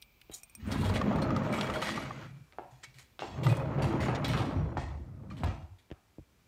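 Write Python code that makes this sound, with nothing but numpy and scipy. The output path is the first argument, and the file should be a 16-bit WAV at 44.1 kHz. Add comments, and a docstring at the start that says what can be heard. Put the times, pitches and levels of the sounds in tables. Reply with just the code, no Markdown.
"""A faint outdoor hiss with small bead clicks comes first, then a knock and fingers brushing metal.
A light metal-framed door is rolled open along its track, left, and rolled shut again at a small entrance.
Rough rollers shake panel and frame, a roller's flaw ticks among a few gritty snaps, the frame scuffs its guide.
Knocks, footfalls, jolts of the rolling door and small metal rings sound around it. Noise bands make the hiss;
random bumps drive resonances for rolling and rubbing; dying sines and noise bursts make the separate blows."""
import sys
import numpy as np
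from scipy import signal
from scipy.fft import rfft, irfft
from scipy.io import wavfile

SR = 44100
rng = np.random.default_rng(int(sys.argv[2]) if len(sys.argv) > 2 else 0)


def linear_from_db(decibels):
    """Turn decibels (scalar or array-like) into linear amplitude factors; 0 gives 1."""
    return 10 ** (np.asarray(decibels, float) / 20)


def materialize(psi):
    """Save the field psi as 16-bit PCM at rate SR to the path in sys.argv[1].

    A 1-D psi becomes a single channel; in a 2-D psi each row is a channel.
    """
    bounded = np.clip(np.atleast_2d(psi).T, -1, 1)
    quanta = np.round(bounded * 32767).astype(np.int16)
    wavfile.write(sys.argv[1], SR, quanta)


N = 285471   # length [samples]


def rms_one(x):
    """Scale to unit rms."""
    return x / np.sqrt(np.mean(x ** 2) + 1e-20)


def in_time(rows):
    """Draw each column of a timed table as a curve, sample by sample."""
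    s, *columns = np.transpose(rows)
    return np.array([np.interp(np.arange(N) / SR, s, c) for c in columns])


def drift(rate):
    """Slow random wandering of spread 1: noise smoothed twice with a corner at rate [Hz]."""
    r = np.exp(-80 * np.pi * rate / SR)   # one step every 40 samples
    noise = rng.standard_normal(N // 40 + 2002)
    slow = signal.lfilter([1], [1, -2 * r, r * r], noise)[2000:]   # skip the filter's start
    return np.interp(np.arange(N) / 40, np.arange(len(slow)), rms_one(slow))


def coloured(x, spectrum):
    """Shape steady noise by a spectrum; rms 1."""
    hz, db = np.transpose(spectrum)
    grid = np.fft.rfftfreq(len(x), 1 / SR) + 1
    gain = linear_from_db(np.interp(np.log(grid), np.log(hz), db))
    return rms_one(irfft(rfft(x) * gain, len(x)))


def resonance(x, hz, width_hz):
    """Let through one band, like something that rings at hz; gain 1 on top."""
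    r = np.exp(-np.pi * width_hz / SR)
    feedback = [1, -2 * r * np.cos(2 * np.pi * hz / SR), r * r]
    return signal.lfilter(np.array([1, 0, -1]) * (1 - r * r) / 2, feedback, x)


def ring(count, hz, t60):
    """A dying sine that falls 60 dB in t60 seconds."""
    t = np.arange(count) / SR
    return np.sin(2 * np.pi * hz * t) * linear_from_db(-60 * t / t60)


def add(out, s, sound):
    """Mix a sound in at time s."""
    i = round(s * SR)
    out[i:i + len(sound)] += sound[:N - i]


def roughness(per_s, spread_db, lumpy_db):
    """Bumps on a rough surface: random clicks of uneven size, coming in lumps."""
    sizes = linear_from_db(spread_db * np.minimum(rng.exponential(1, N), 4)) * rng.standard_normal(N)
    hits = rng.random(N) < per_s / SR
    return sizes * hits * linear_from_db(lumpy_db * drift(11.5)) + 1e-18


def shaken(modes, force, wander_db):
    """Resonances side by side under one force; each swells and fades as the contact moves."""
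    total = 0
    for k, (hz, width, db) in enumerate(modes):
        # filtered twice so that the gaps between resonances stay quiet
        mode = resonance(resonance(force, hz, width), hz, 0.93 * width)
        total = total + (-1) ** k * linear_from_db(db + wander_db * drift(9.7)) * mode
    return rms_one(total)


# surroundings: (time [s], street hiss level [dB], room tone level [dB], whine level [dB])
AIR = [(0, -64.5, -81, -76), (.7, -61.5, -86, -82), (2.3, -83, -65.5, -69), (3.1, -70, -67, -107),
       (4.5, -91, -71, -96), (6.47, -77, -67.5, -85)]
# colour of the street hiss: (pitch [Hz], relative level [dB])
STREET_COLOUR = [(15, -16), (40, 4), (527, -19.5), (981, -18.5), (1930, -26), (2390, -10.5), (2810, -20.5),
                 (4330, -24), (10800, -36), (15800, -18.5)]
# colour of the room tone: (pitch [Hz], relative level [dB])
ROOM_COLOUR = [(15, -54), (30, -5), (60, 10), (174, 0.5), (812, -11.5), (981, -11), (1470, -12),
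               (7830, -21), (8730, -23.5), (15800, -25.5)]
WHINE_HZ, WHINE_WIDTH_HZ = 2344, 61


def surroundings():
    """Street hiss, room tone and a faint narrow whine are steady noises that follow level curves."""
    street, room, whine = linear_from_db(in_time(AIR))
    narrow = resonance(rng.standard_normal(N), WHINE_HZ, WHINE_WIDTH_HZ)
    narrow = resonance(narrow, WHINE_HZ, WHINE_WIDTH_HZ)
    out = street * coloured(rng.standard_normal(N), STREET_COLOUR)
    out += room * coloured(rng.standard_normal(N), ROOM_COLOUR)
    return out + whine * rms_one(narrow)


# beads and nails clicking: (time [s], level [dB], crack pitch [Hz], ringing level against the click [dB])
BEAD_CLICKS = [(0.017, -49, 13100, -7), (0.023, -38.5, 3260, -12), (0.2142, -40, 2450, -32),
               (0.433, -39, 8300, 0), (0.497, -54.5, 8420, 3.5), (0.551, -40, 8000, -1),
               (1.159, -42, 3000, -11), (3.378, -59, 4500, -30), (3.569, -42.5, 7200, -8),
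               (4.282, -39, 14000, -22)]
# ringing of a bead: (pitch [Hz], typical level [dB], time to fall 60 dB [s])
BEAD_MODES = [(5670, -9.5, 0.028), (8650, -5, 0.061), (2460, -9, 0.056), (13500, -4, 0.015)]


def beads():
    """Each click is a tiny dry crack; it strikes every mode with a strength of its own."""
    out, t = np.zeros(N), np.arange(4000) / SR
    strengths = rng.normal(0, 3, (len(BEAD_CLICKS), len(BEAD_MODES)))   # [dB]
    for (s, db, crack_hz, ring_db), own in zip(BEAD_CLICKS, strengths):
        tone = sum(linear_from_db(level_db + o) * ring(len(t), hz, t60)
                   for (hz, level_db, t60), o in zip(BEAD_MODES, own))
        noise = rng.standard_normal(len(t))
        width = 0.89 * crack_hz
        band = resonance(resonance(noise, crack_hz, width), crack_hz, width)
        crack = rms_one(linear_from_db(-18) * noise + band) * linear_from_db(-60 * t / 0.028)
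        add(out, s, linear_from_db(db) * (linear_from_db(ring_db) * tone + crack / 2))
    return out


# knocks, footfalls and jolts of the rolling door:
# (time [s], level [dB], centre pitch [Hz], crack against blow [dB], hollow ring against blow [dB])
BLOWS = [(0.297, -40.5, 380, -8, -12), (1.082, -22.5, 210, -37, -26), (1.111, -24, 666, -29, -4.5),
         (2.5242, -44, 2200, -10, -11.5), (2.5853, -27.5, 746, -24, -11), (3.1925, -35.5, 760, 10.5, -11.5),
         (3.2216, -25, 715, -25, -7.5), (3.785, -28, 564, -13, -5), (3.842, -25.5, 910, -32, -7),
         (4.084, -25.5, 800, -5.5, -3.5), (4.335, -31.5, 600, 10.5, -2), (4.399, -27.5, 557, -18, -2),
         (4.7704, -22, 830, -30, -11.5), (4.782, -28, 770, -19, -12), (5.435, -23.5, 840, -13, -8),
         (5.903, -47, 350, -3, -7.5), (5.914, -34.5, 345, -3.5, -25), (6.184, -38.5, 303, -25, -34)]
# the entrance's hollow ring: (pitch [Hz], width [Hz], level before the lean [dB], time to fall 60 dB [s])
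ENTRANCE = [(350, 160, -6, 0.25), (600, 69, -13, 0.32), (735, 206, -8, 0.53), (876, 200, -18, 0.7),
            (1250, 226, -7.5, 0.54), (1550, 230, -8.5, 0.37), (1940, 380, -9.5, 0.15),
            (2520, 330, -14, 0.51), (3250, 380, -33, 0.31)]
HOLLOW_LEAN_DB = 2   # the ring weakens per octave away from the blow's centre
BOUNCE_S, BOUNCE_DB = 0.0095, -8   # every blow bounces once


def knocks_footfalls_and_jolts():
    """A rounded blow and a crack; the entrance rings on as dying noise."""
    out, t = np.zeros(N), np.arange(SR // 2) / SR
    for s, db, hz, crack_db, hollow_db in BLOWS:
        noise = rng.standard_normal((2, len(t)))
        soft = (1 - np.exp(-t * hz * 4.84)) ** 2   # contact lasts a part of a cycle
        tone = ring(len(t), hz, 7.0 / hz)
        tone += linear_from_db(2.0) * ring(len(t), 1.43 * hz, 2.56 / hz)
        tone += linear_from_db(-30.5) * ring(len(t), 2.44 * hz, 8.4 / hz)
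        blow = 2 * soft * tone
        burst = linear_from_db(crack_db - 60 * t / 0.0092) * noise[0]
        crack = 2.1 * resonance(resonance(resonance(burst, 1200, 2200), 1600, 3100), 1400, 3100)
        swell = 1 - np.exp(-t / 0.00093)   # echoes need a moment to build
        sharp = linear_from_db(crack_db / 2)   # a harder crack wakes the upper modes more
        hollow = 0
        for f, width, level_db, t60 in ENTRANCE:
            lean_db = HOLLOW_LEAN_DB * abs(np.log2(f / hz))
            band = rms_one(resonance(resonance(noise[1], f, width), f, 1.13 * width))
            hollow = hollow + linear_from_db(level_db - lean_db - 60 * t / t60) * (sharp if f > 1100 else 1) * band
        add(out, s + BOUNCE_S, linear_from_db(db + BOUNCE_DB) * (blow + crack))
        add(out, s, linear_from_db(db) * (blow + crack + linear_from_db(hollow_db) * swell * hollow))
    return out


# weight lands on floor or jamb: (time [s], level [dB])
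THUDS = [(0.298, -38), (4.78, -19), (5.434, -15.5), (5.916, -28), (6.187, -32.5), (6.209, -38)]


def thuds():
    """Floor and jamb answer a landing weight with two low modes."""
    out, t = np.zeros(N), np.arange(SR // 2) / SR
    for s, db in THUDS:
        tone = ring(len(t), 78.0, 0.054) + ring(len(t), 120.0, 0.047)
        add(out, s, linear_from_db(db) * (1 - np.exp(-t / 0.0069)) * tone)
    return out


# fingers brush the metal:
# (time [s], level [dB], strongest pitch [Hz], treble against body [dB], time to fall 60 dB [s])
BRUSHES = [(0.3151, -43, 3870, -0.5, 0.2), (0.339, -56, 13300, 24, 0.047),
           (0.3585, -63.5, 5700, 20.5, 0.19), (0.6, -55.5, 1820, -24.5, 1.3), (0.665, -58, 2350, 4, 1.1),
           (2.711, -59.5, 6960, -13, 1), (2.829, -51.5, 2290, -35, 0.46), (2.84, -57, 2270, -8, 0.021),
           (2.835, -38, 7150, -36, 0.06), (2.943, -54.5, 4370, -5, 0.42), (2.982, -55, 2180, -11, 0.3),
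           (2.985, -49, 6900, -8, 0.2), (5.301, -50.5, 1360, -15, 0.5), (5.3702, -46.5, 3010, -10, 0.33),
           (5.786, -58, 3600, -6, 0.22)]
# the frame scuffs its guide: (time [s], level [dB], strongest pitch [Hz], time to fall 60 dB [s])
GUIDE_SCUFFS = [(0.709, -39.5, 3720, 1), (0.717, -32.5, 5300, 0.044), (0.7814, -50, 2430, 1),
                (0.812, -41.5, 4100, 0.053), (0.893, -38, 4700, 0.031), (0.844, -35, 3240, 0.29),
                (0.94, -34.5, 2720, 0.1), (0.955, -29.5, 2050, 0.1), (1.217, -35.5, 4150, 0.12),
                (1.368, -51, 4120, 0.062), (1.43, -60, 5670, 1), (1.5263, -33, 2300, 1),
                (1.609, -43, 2800, 0.31), (1.737, -35.5, 3060, 0.45), (1.819, -30, 2070, 1),
                (1.8699, -35, 3070, 0.61), (3.4338, -36.5, 3280, 0.56), (3.486, -37, 2520, 0.45),
                (3.8207, -34.5, 2700, 0.55), (4.0043, -32, 2080, 0.49), (4.246, -27, 3350, 0.19),
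                (4.2794, -34, 3070, 0.86), (4.37, -33, 3420, 0.33)]
# the frame rattles against jamb or guide:
# (time [s], level [dB], strongest pitch [Hz], treble against body [dB], time to fall 60 dB [s])
JAMB = [(3.2, -39, 3000, -24, 0.75), (4.15, -34, 3600, -22, 0.05), (4.773, -39, 2000, -34, 0.6),
        (5.437, -38.5, 3960, -7, 0.044), (5.46, -43, 2600, -20, 0.5)]
# colour of the gritty hiss: (pitch [Hz], relative level [dB])
SCUFF_COLOUR = [(880, 0.5), (1500, 3), (1920, 8.5), (2760, 2.5), (3230, 1.5), (3570, 3.5), (5040, 0.5),
                (9560, -10.5), (10300, -22), (13500, -21.5), (15800, -20)]
# resonances of the rail, before the shifts below: (pitch [Hz], width [Hz], level [dB])
RAIL = [(1910, 90, 3), (2240, 70, 3), (2460, 70, 1), (2900, 70, 2), (3290, 60, 5), (4050, 60, 1),
        (4500, 80, -2), (5650, 100, -3), (6590, 70, -3), (7350, 90, -4), (7750, 80, -7), (8650, 80, -7),
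        (11200, 150, -12)]
SCUFF_TREBLE_DB, TREBLE_LOSS_PER_DB, SOFT_SCUFF_DB = -10, 0.5, -34.5   # harder guide scuffs are duller
RAIL_SHIFT, RAIL_SPREAD_DB = .03, 3   # chance in each mode's pitch (as a share) and level
RAIL_DB, RAIL_FLICKER_DB = -4.5, 5   # rail against hiss; how far each mode comes and goes
JUDDER_HZ, JUDDER_DB = 15.6, 0.5   # stick-slip makes the level waver
SQUEAK_DB, SQUEAK_WIDTH = 5, .05   # width as a share of its pitch
RING_ON_DB, RING_ON_WIDTH_HZ = -2, 32   # rubbed metal rings on after the scuff


def scuffs():
    """Dry friction: gritty hiss that sets the rail ringing, starts fast, holds and dies, treble first."""
    out, t = np.zeros(N), np.arange(SR // 2) / SR
    bumps = roughness(6000, spread_db=-2.5, lumpy_db=0.5)
    rub = coloured(bumps, SCUFF_COLOUR)
    treble = signal.butter(2, [7000, 15600], "band", fs=SR, output="sos")
    guide = [(s, db, hz, SCUFF_TREBLE_DB - TREBLE_LOSS_PER_DB * (db - SOFT_SCUFF_DB), t60)
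             for s, db, hz, t60 in GUIDE_SCUFFS]
    judder = linear_from_db(JUDDER_DB * drift(JUDDER_HZ))
    flicker = linear_from_db(RAIL_FLICKER_DB * np.array([drift(JUDDER_HZ / 2) for _ in RAIL]))
    rows = guide + list(BRUSHES) + list(JAMB)
    # the contact moves: each scuff finds the rail's modes shifted and reweighted
    chance = rng.standard_normal((len(rows), 2, len(RAIL)))
    for (s, db, hz, top_db, t60), (shifts, weights) in zip(rows, chance):
        here = slice(round(s * SR), round(s * SR) + len(t))
        force = bumps[here]
        rail = 0
        for (f, width, level_db), shift, weight, gain in zip(RAIL, shifts, weights, flicker):
            pitch = f * (1 + RAIL_SHIFT * shift)
            mode = resonance(resonance(force * gain[here], pitch, width), pitch, 2 * width)
            rail = rail + linear_from_db(level_db + RAIL_SPREAD_DB * weight) * mode
        piece = rub[here] + linear_from_db(RAIL_DB) * rms_one(rail)
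        lean = resonance(piece, hz, .5 * hz)
        squeak = linear_from_db(SQUEAK_DB) * resonance(piece, hz, SQUEAK_WIDTH * hz)
        body = rms_one(linear_from_db(3.0) * piece + lean + squeak)
        top = linear_from_db(top_db) * rms_one(signal.sosfilt(treble, piece + linear_from_db(-20.0) * rms_one(force)))
        if hz < 5000:   # in lower scuffs the body gives up treble to the top layer
            body = body - signal.sosfilt(treble, body)
        fade_db = (-60 * np.maximum(t - .01, 0) / max(t60, .01))[:len(piece)]
        start = np.minimum(t / 0.0019, 1)[:len(piece)] * judder[here]
        body = linear_from_db(fade_db) * body
        ring_on = linear_from_db(RING_ON_DB) * resonance(body, hz, RING_ON_WIDTH_HZ)
        sound = body + linear_from_db(1.09 * fade_db) * top + ring_on
        add(out, s - .002, linear_from_db(db) / 3 * start * sound)   # peaks stand about three times the rms
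    return out


# what the rollers shake, the swaying door: (pitch [Hz], width [Hz], relative level [dB])
SWAY = [(57, 17.4, 3), (73.5, 7.9, 6.5), (92.6, 19.8, 7)]
# humming panel: (pitch [Hz], width [Hz], relative level [dB])
PANEL = [(129.2, 45, 5.5), (159.7, 36, -11)]
# drumming, the first row deep and the others upper: (pitch [Hz], width [Hz], relative level [dB])
DRUM = [(208.1, 88, 5), (260.8, 32, -3.5), (337, 36, -5.5)]
# buzzing frame: (pitch [Hz], width [Hz], relative level [dB])
FRAME = [(403, 218, 6), (543, 48, 8), (611.5, 69, 10), (848, 310, 0.5), (1110, 246, -1.5), (1258, 120, 1.5),
         (1390, 460, -6.5), (2020, 1150, -14)]
# colour of the track grit: (pitch [Hz], relative level [dB])
GRIT = [(820, 4.5), (1400, 6.5), (2220, -1.5), (2530, -0.5), (4780, -14.5), (7140, -15.5), (10400, -65),
        (11200, -29), (15500, -32)]
# opening stroke: (time [s], roller rattle [dB], panel hum [dB], door sway [dB], deep drumming [dB])
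OPENING = [(0.551, -100, -65, -66, -69), (0.686, -40, -51, -40, -37.5), (.78, -38, -35.5, -41, -31.5),
           (.9, -35.5, -42, -31.5, -35), (1.08, -34.5, -40.5, -42, -33.5), (1.2, -35, -36, -38, -31.5),
           (1.5, -34.5, -35, -49.5, -35), (1.72, -35, -47, -47, -43), (2.0, -37.5, -49.5, -49.5, -43.5),
           (2.249, -47, -44.5, -65, -55.5), (2.44, -91, -56, -70, -80.5), (2.52, -99, -81, -93, -95)]
# closing stroke: (time [s], roller rattle [dB], panel hum [dB], door sway [dB], deep drumming [dB])
CLOSING = [(3.199, -70, -60.5, -71, -59), (3.38, -43.5, -41.5, -38.5, -48), (3.509, -40, -21.5, -53, -52),
           (3.6, -40.5, -38.5, -44.5, -49.5), (3.88, -39, -31, -38, -37), (4.2, -39, -38, -47, -39),
           (4.36, -40.5, -29, -40, -41.5), (4.5, -40.5, -45, -40.5, -42.5), (4.62, -43.5, -32, -33.5, -45),
           (4.72, -45.5, -42.5, -46, -49), (4.9, -51, -46, -40, -57), (5.1, -59.5, -49.5, -47.5, -56),
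           (5.38, -54, -44, -49.5, -48), (5.47, -48, -41, -32, -41), (5.56, -54, -44, -40.5, -54),
           (5.66, -62, -58, -51, -66), (5.74, -77, -86, -51, -83), (5.82, -88, -92, -89, -91)]
# parts against the rattle, heard from outside (opening) and inside (closing):
# (upper drumming [dB], frame buzz [dB], track grit [dB],
#  swing of buzz [dB per dB of rattle], swing of grit [dB per dB of rattle])
PARTS = [(-13, -6.5, -10.5, 1.98, 0.5), (-3, 1, -12, 1.34, 2.87)]
LOUD_ROLL_DB = -38   # rattle level around which buzz and grit swing
RATTLE_DB, RATTLES_PER_S, RATTLE_WANDER_DB = -14, 400, 2.5   # grit rattles the rail


def rolling():
    """Roller roughness drives panel, frame and track; silent while the door stands."""
    bumps = roughness(7000, spread_db=1.0, lumpy_db=2.0)
    knocking = roughness(900, spread_db=1.5, lumpy_db=0.0)
    swaying = shaken(SWAY, roughness(900, spread_db=2.5, lumpy_db=2.0), wander_db=-1.0)
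    humming = shaken(PANEL, roughness(900, spread_db=-0.5, lumpy_db=-1.0), wander_db=1.0)
    deep_drum = shaken(DRUM[:1], knocking, wander_db=0.0)
    upper_drum = shaken(DRUM[1:], knocking, wander_db=4.5)
    buzzing = shaken(FRAME, roughness(2000, spread_db=2.5, lumpy_db=.8), wander_db=2.0)
    rail_bumps = roughness(RATTLES_PER_S, spread_db=1.5, lumpy_db=1.0)
    rail = shaken(RAIL[:7], rail_bumps, wander_db=RATTLE_WANDER_DB)
    gritty = rms_one(coloured(bumps, GRIT) + linear_from_db(RATTLE_DB) * rail)
    parts = np.array([swaying, humming, deep_drum, upper_drum, buzzing, gritty])
    out, t = 0, np.arange(N) / SR
    for stroke, (upper_db, buzz_db, grit_db, *swings) in zip((OPENING, CLOSING), PARTS):
        rattle, hum, sway, deep = in_time(stroke)
        buzz, grit = (LOUD_ROLL_DB + k * (rattle - LOUD_ROLL_DB) for k in swings)
        levels = linear_from_db(np.array([sway, hum, deep, rattle + upper_db, buzz + buzz_db, grit + grit_db]))
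        moving = (t > stroke[0][0]) & (t < stroke[-1][0])
        out = out + (levels * parts).sum(axis=0) * moving
    return out


# ticks of the roller's flaw, and a few gritty snaps:
# (time [s], level [dB], snap noise before filtering, against the ring [dB], ring pitch [Hz])
TICKS_AND_SNAPS = [(0.755, -27.5, -17, 1020), (0.835, -28, -22, 945), (0.8982, -25.5, -4, 940),
                   (1.0153, -20.5, -6, 1125), (1.129, -26, -10, 1160), (1.1861, -25, -11, 1140),
                   (1.3056, -22, -7, 1200), (1.364, -23, 0.5, 1240), (1.419, -28, -15, 1140),
                   (1.5366, -25.5, -17, 1250), (1.5873, -27, 0, 1240), (1.611, -31, 16, 895),
                   (1.644, -31, -23, 1310), (1.67, -36, 8, 1190), (1.6998, -21, -3, 1210),
                   (1.7594, -24, -9, 1400), (1.825, -20, 2, 1250), (1.892, -22.5, -1, 1110),
                   (1.9767, -22, -20, 1200), (2.108, -25.5, -33, 1110), (3.4672, -19, -2.5, 1250)]


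def ticks_and_snaps():
    """Three quick contacts, each a brief ring on close modes with a dry snap of noise on top."""
    out, t = np.zeros(N), np.arange(1500) / SR
    soft = 1 - np.exp(-t / 0.001)
    for s, db, snap_db, hz in TICKS_AND_SNAPS:
        lags = np.cumsum(rng.uniform(0.002066, 0.005, 3) * [0, 1, 1])   # [s]
        tone = ring(len(t), hz, 0.022)
        tone += linear_from_db(-0.5) * ring(len(t), 0.73 * hz, 0.011)
        tone += linear_from_db(-16.0) * ring(len(t), 1.6 * hz, 0.055)
        for lag, size in zip(lags, linear_from_db([0, -6, -12])):
            burst = rng.standard_normal(len(t)) * linear_from_db(snap_db - 60 * t / 0.013)
            snap = 1.57 * resonance(resonance(burst, 2360, 1800), 3200, 4000)
            add(out, s + lag - .001, linear_from_db(db) * size * soft * (tone + snap))
    return out


# the standing panel is nudged: (time [s], level [dB])
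NUDGES = [(2.616, -57), (2.72, -49), (2.87, -53.5), (2.953, -50)]


def nudges():
    """A nudge swells and dies in the panel's modes."""
    out, t = np.zeros(N), np.arange(SR // 2) / SR
    swell = 1 - np.exp(-t / 0.0099)
    tone = sum(linear_from_db(level_db) * ring(len(t), hz, 0.2) for hz, _, level_db in PANEL)
    for s, db in NUDGES:
        add(out, s, linear_from_db(db) * swell * tone)
    return out


# small metal rings, brushed metal and latch parts:
# (time [s], level [dB], pitch [Hz], time to fall 60 dB [s])
METAL_RINGS = [(2.838, -49, 2230, 0.18), (3.005, -62, 8100, .1), (4.907, -61, 3480, .06),
               (4.907, -63, 2600, 0.065), (5.304, -51, 2380, 0.082), (5.311, -42, 1185, 0.069),
               (5.368, -53, 3000, .03)]


def metal_rings():
    """Brushed metal and latch parts give single clear rings that start softly."""
    out, t = np.zeros(N), np.arange(SR // 4) / SR
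    for s, db, hz, t60 in METAL_RINGS:
        add(out, s, linear_from_db(db) * (1 - np.exp(-t / 0.00033)) * ring(len(t), hz, t60))
    return out


def scene():
    """All sources at one microphone."""
    small = surroundings() + beads() + knocks_footfalls_and_jolts() + thuds()
    door = scuffs() + rolling() + ticks_and_snaps() + nudges() + metal_rings()
    return (small + door)[None]


def roll_off(x):
    """The treble ends steeply here."""
    return signal.sosfilt(signal.butter(12, 16460, fs=SR, output="sos"), x)


def record(dry):
    """The microphone loses the lowest bass, and a steep filter cuts the top."""
    bass_cut = signal.butter(4, 38, "high", fs=SR, output="sos")
    top_cut = signal.cheby2(12, 60, 16450, fs=SR, output="sos")   # 60 dB down from 16450 Hz
    mix = signal.sosfilt(top_cut, signal.sosfilt(bass_cut, dry))
    return roll_off(mix)


dry = scene()
out = record(dry)
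materialize(out)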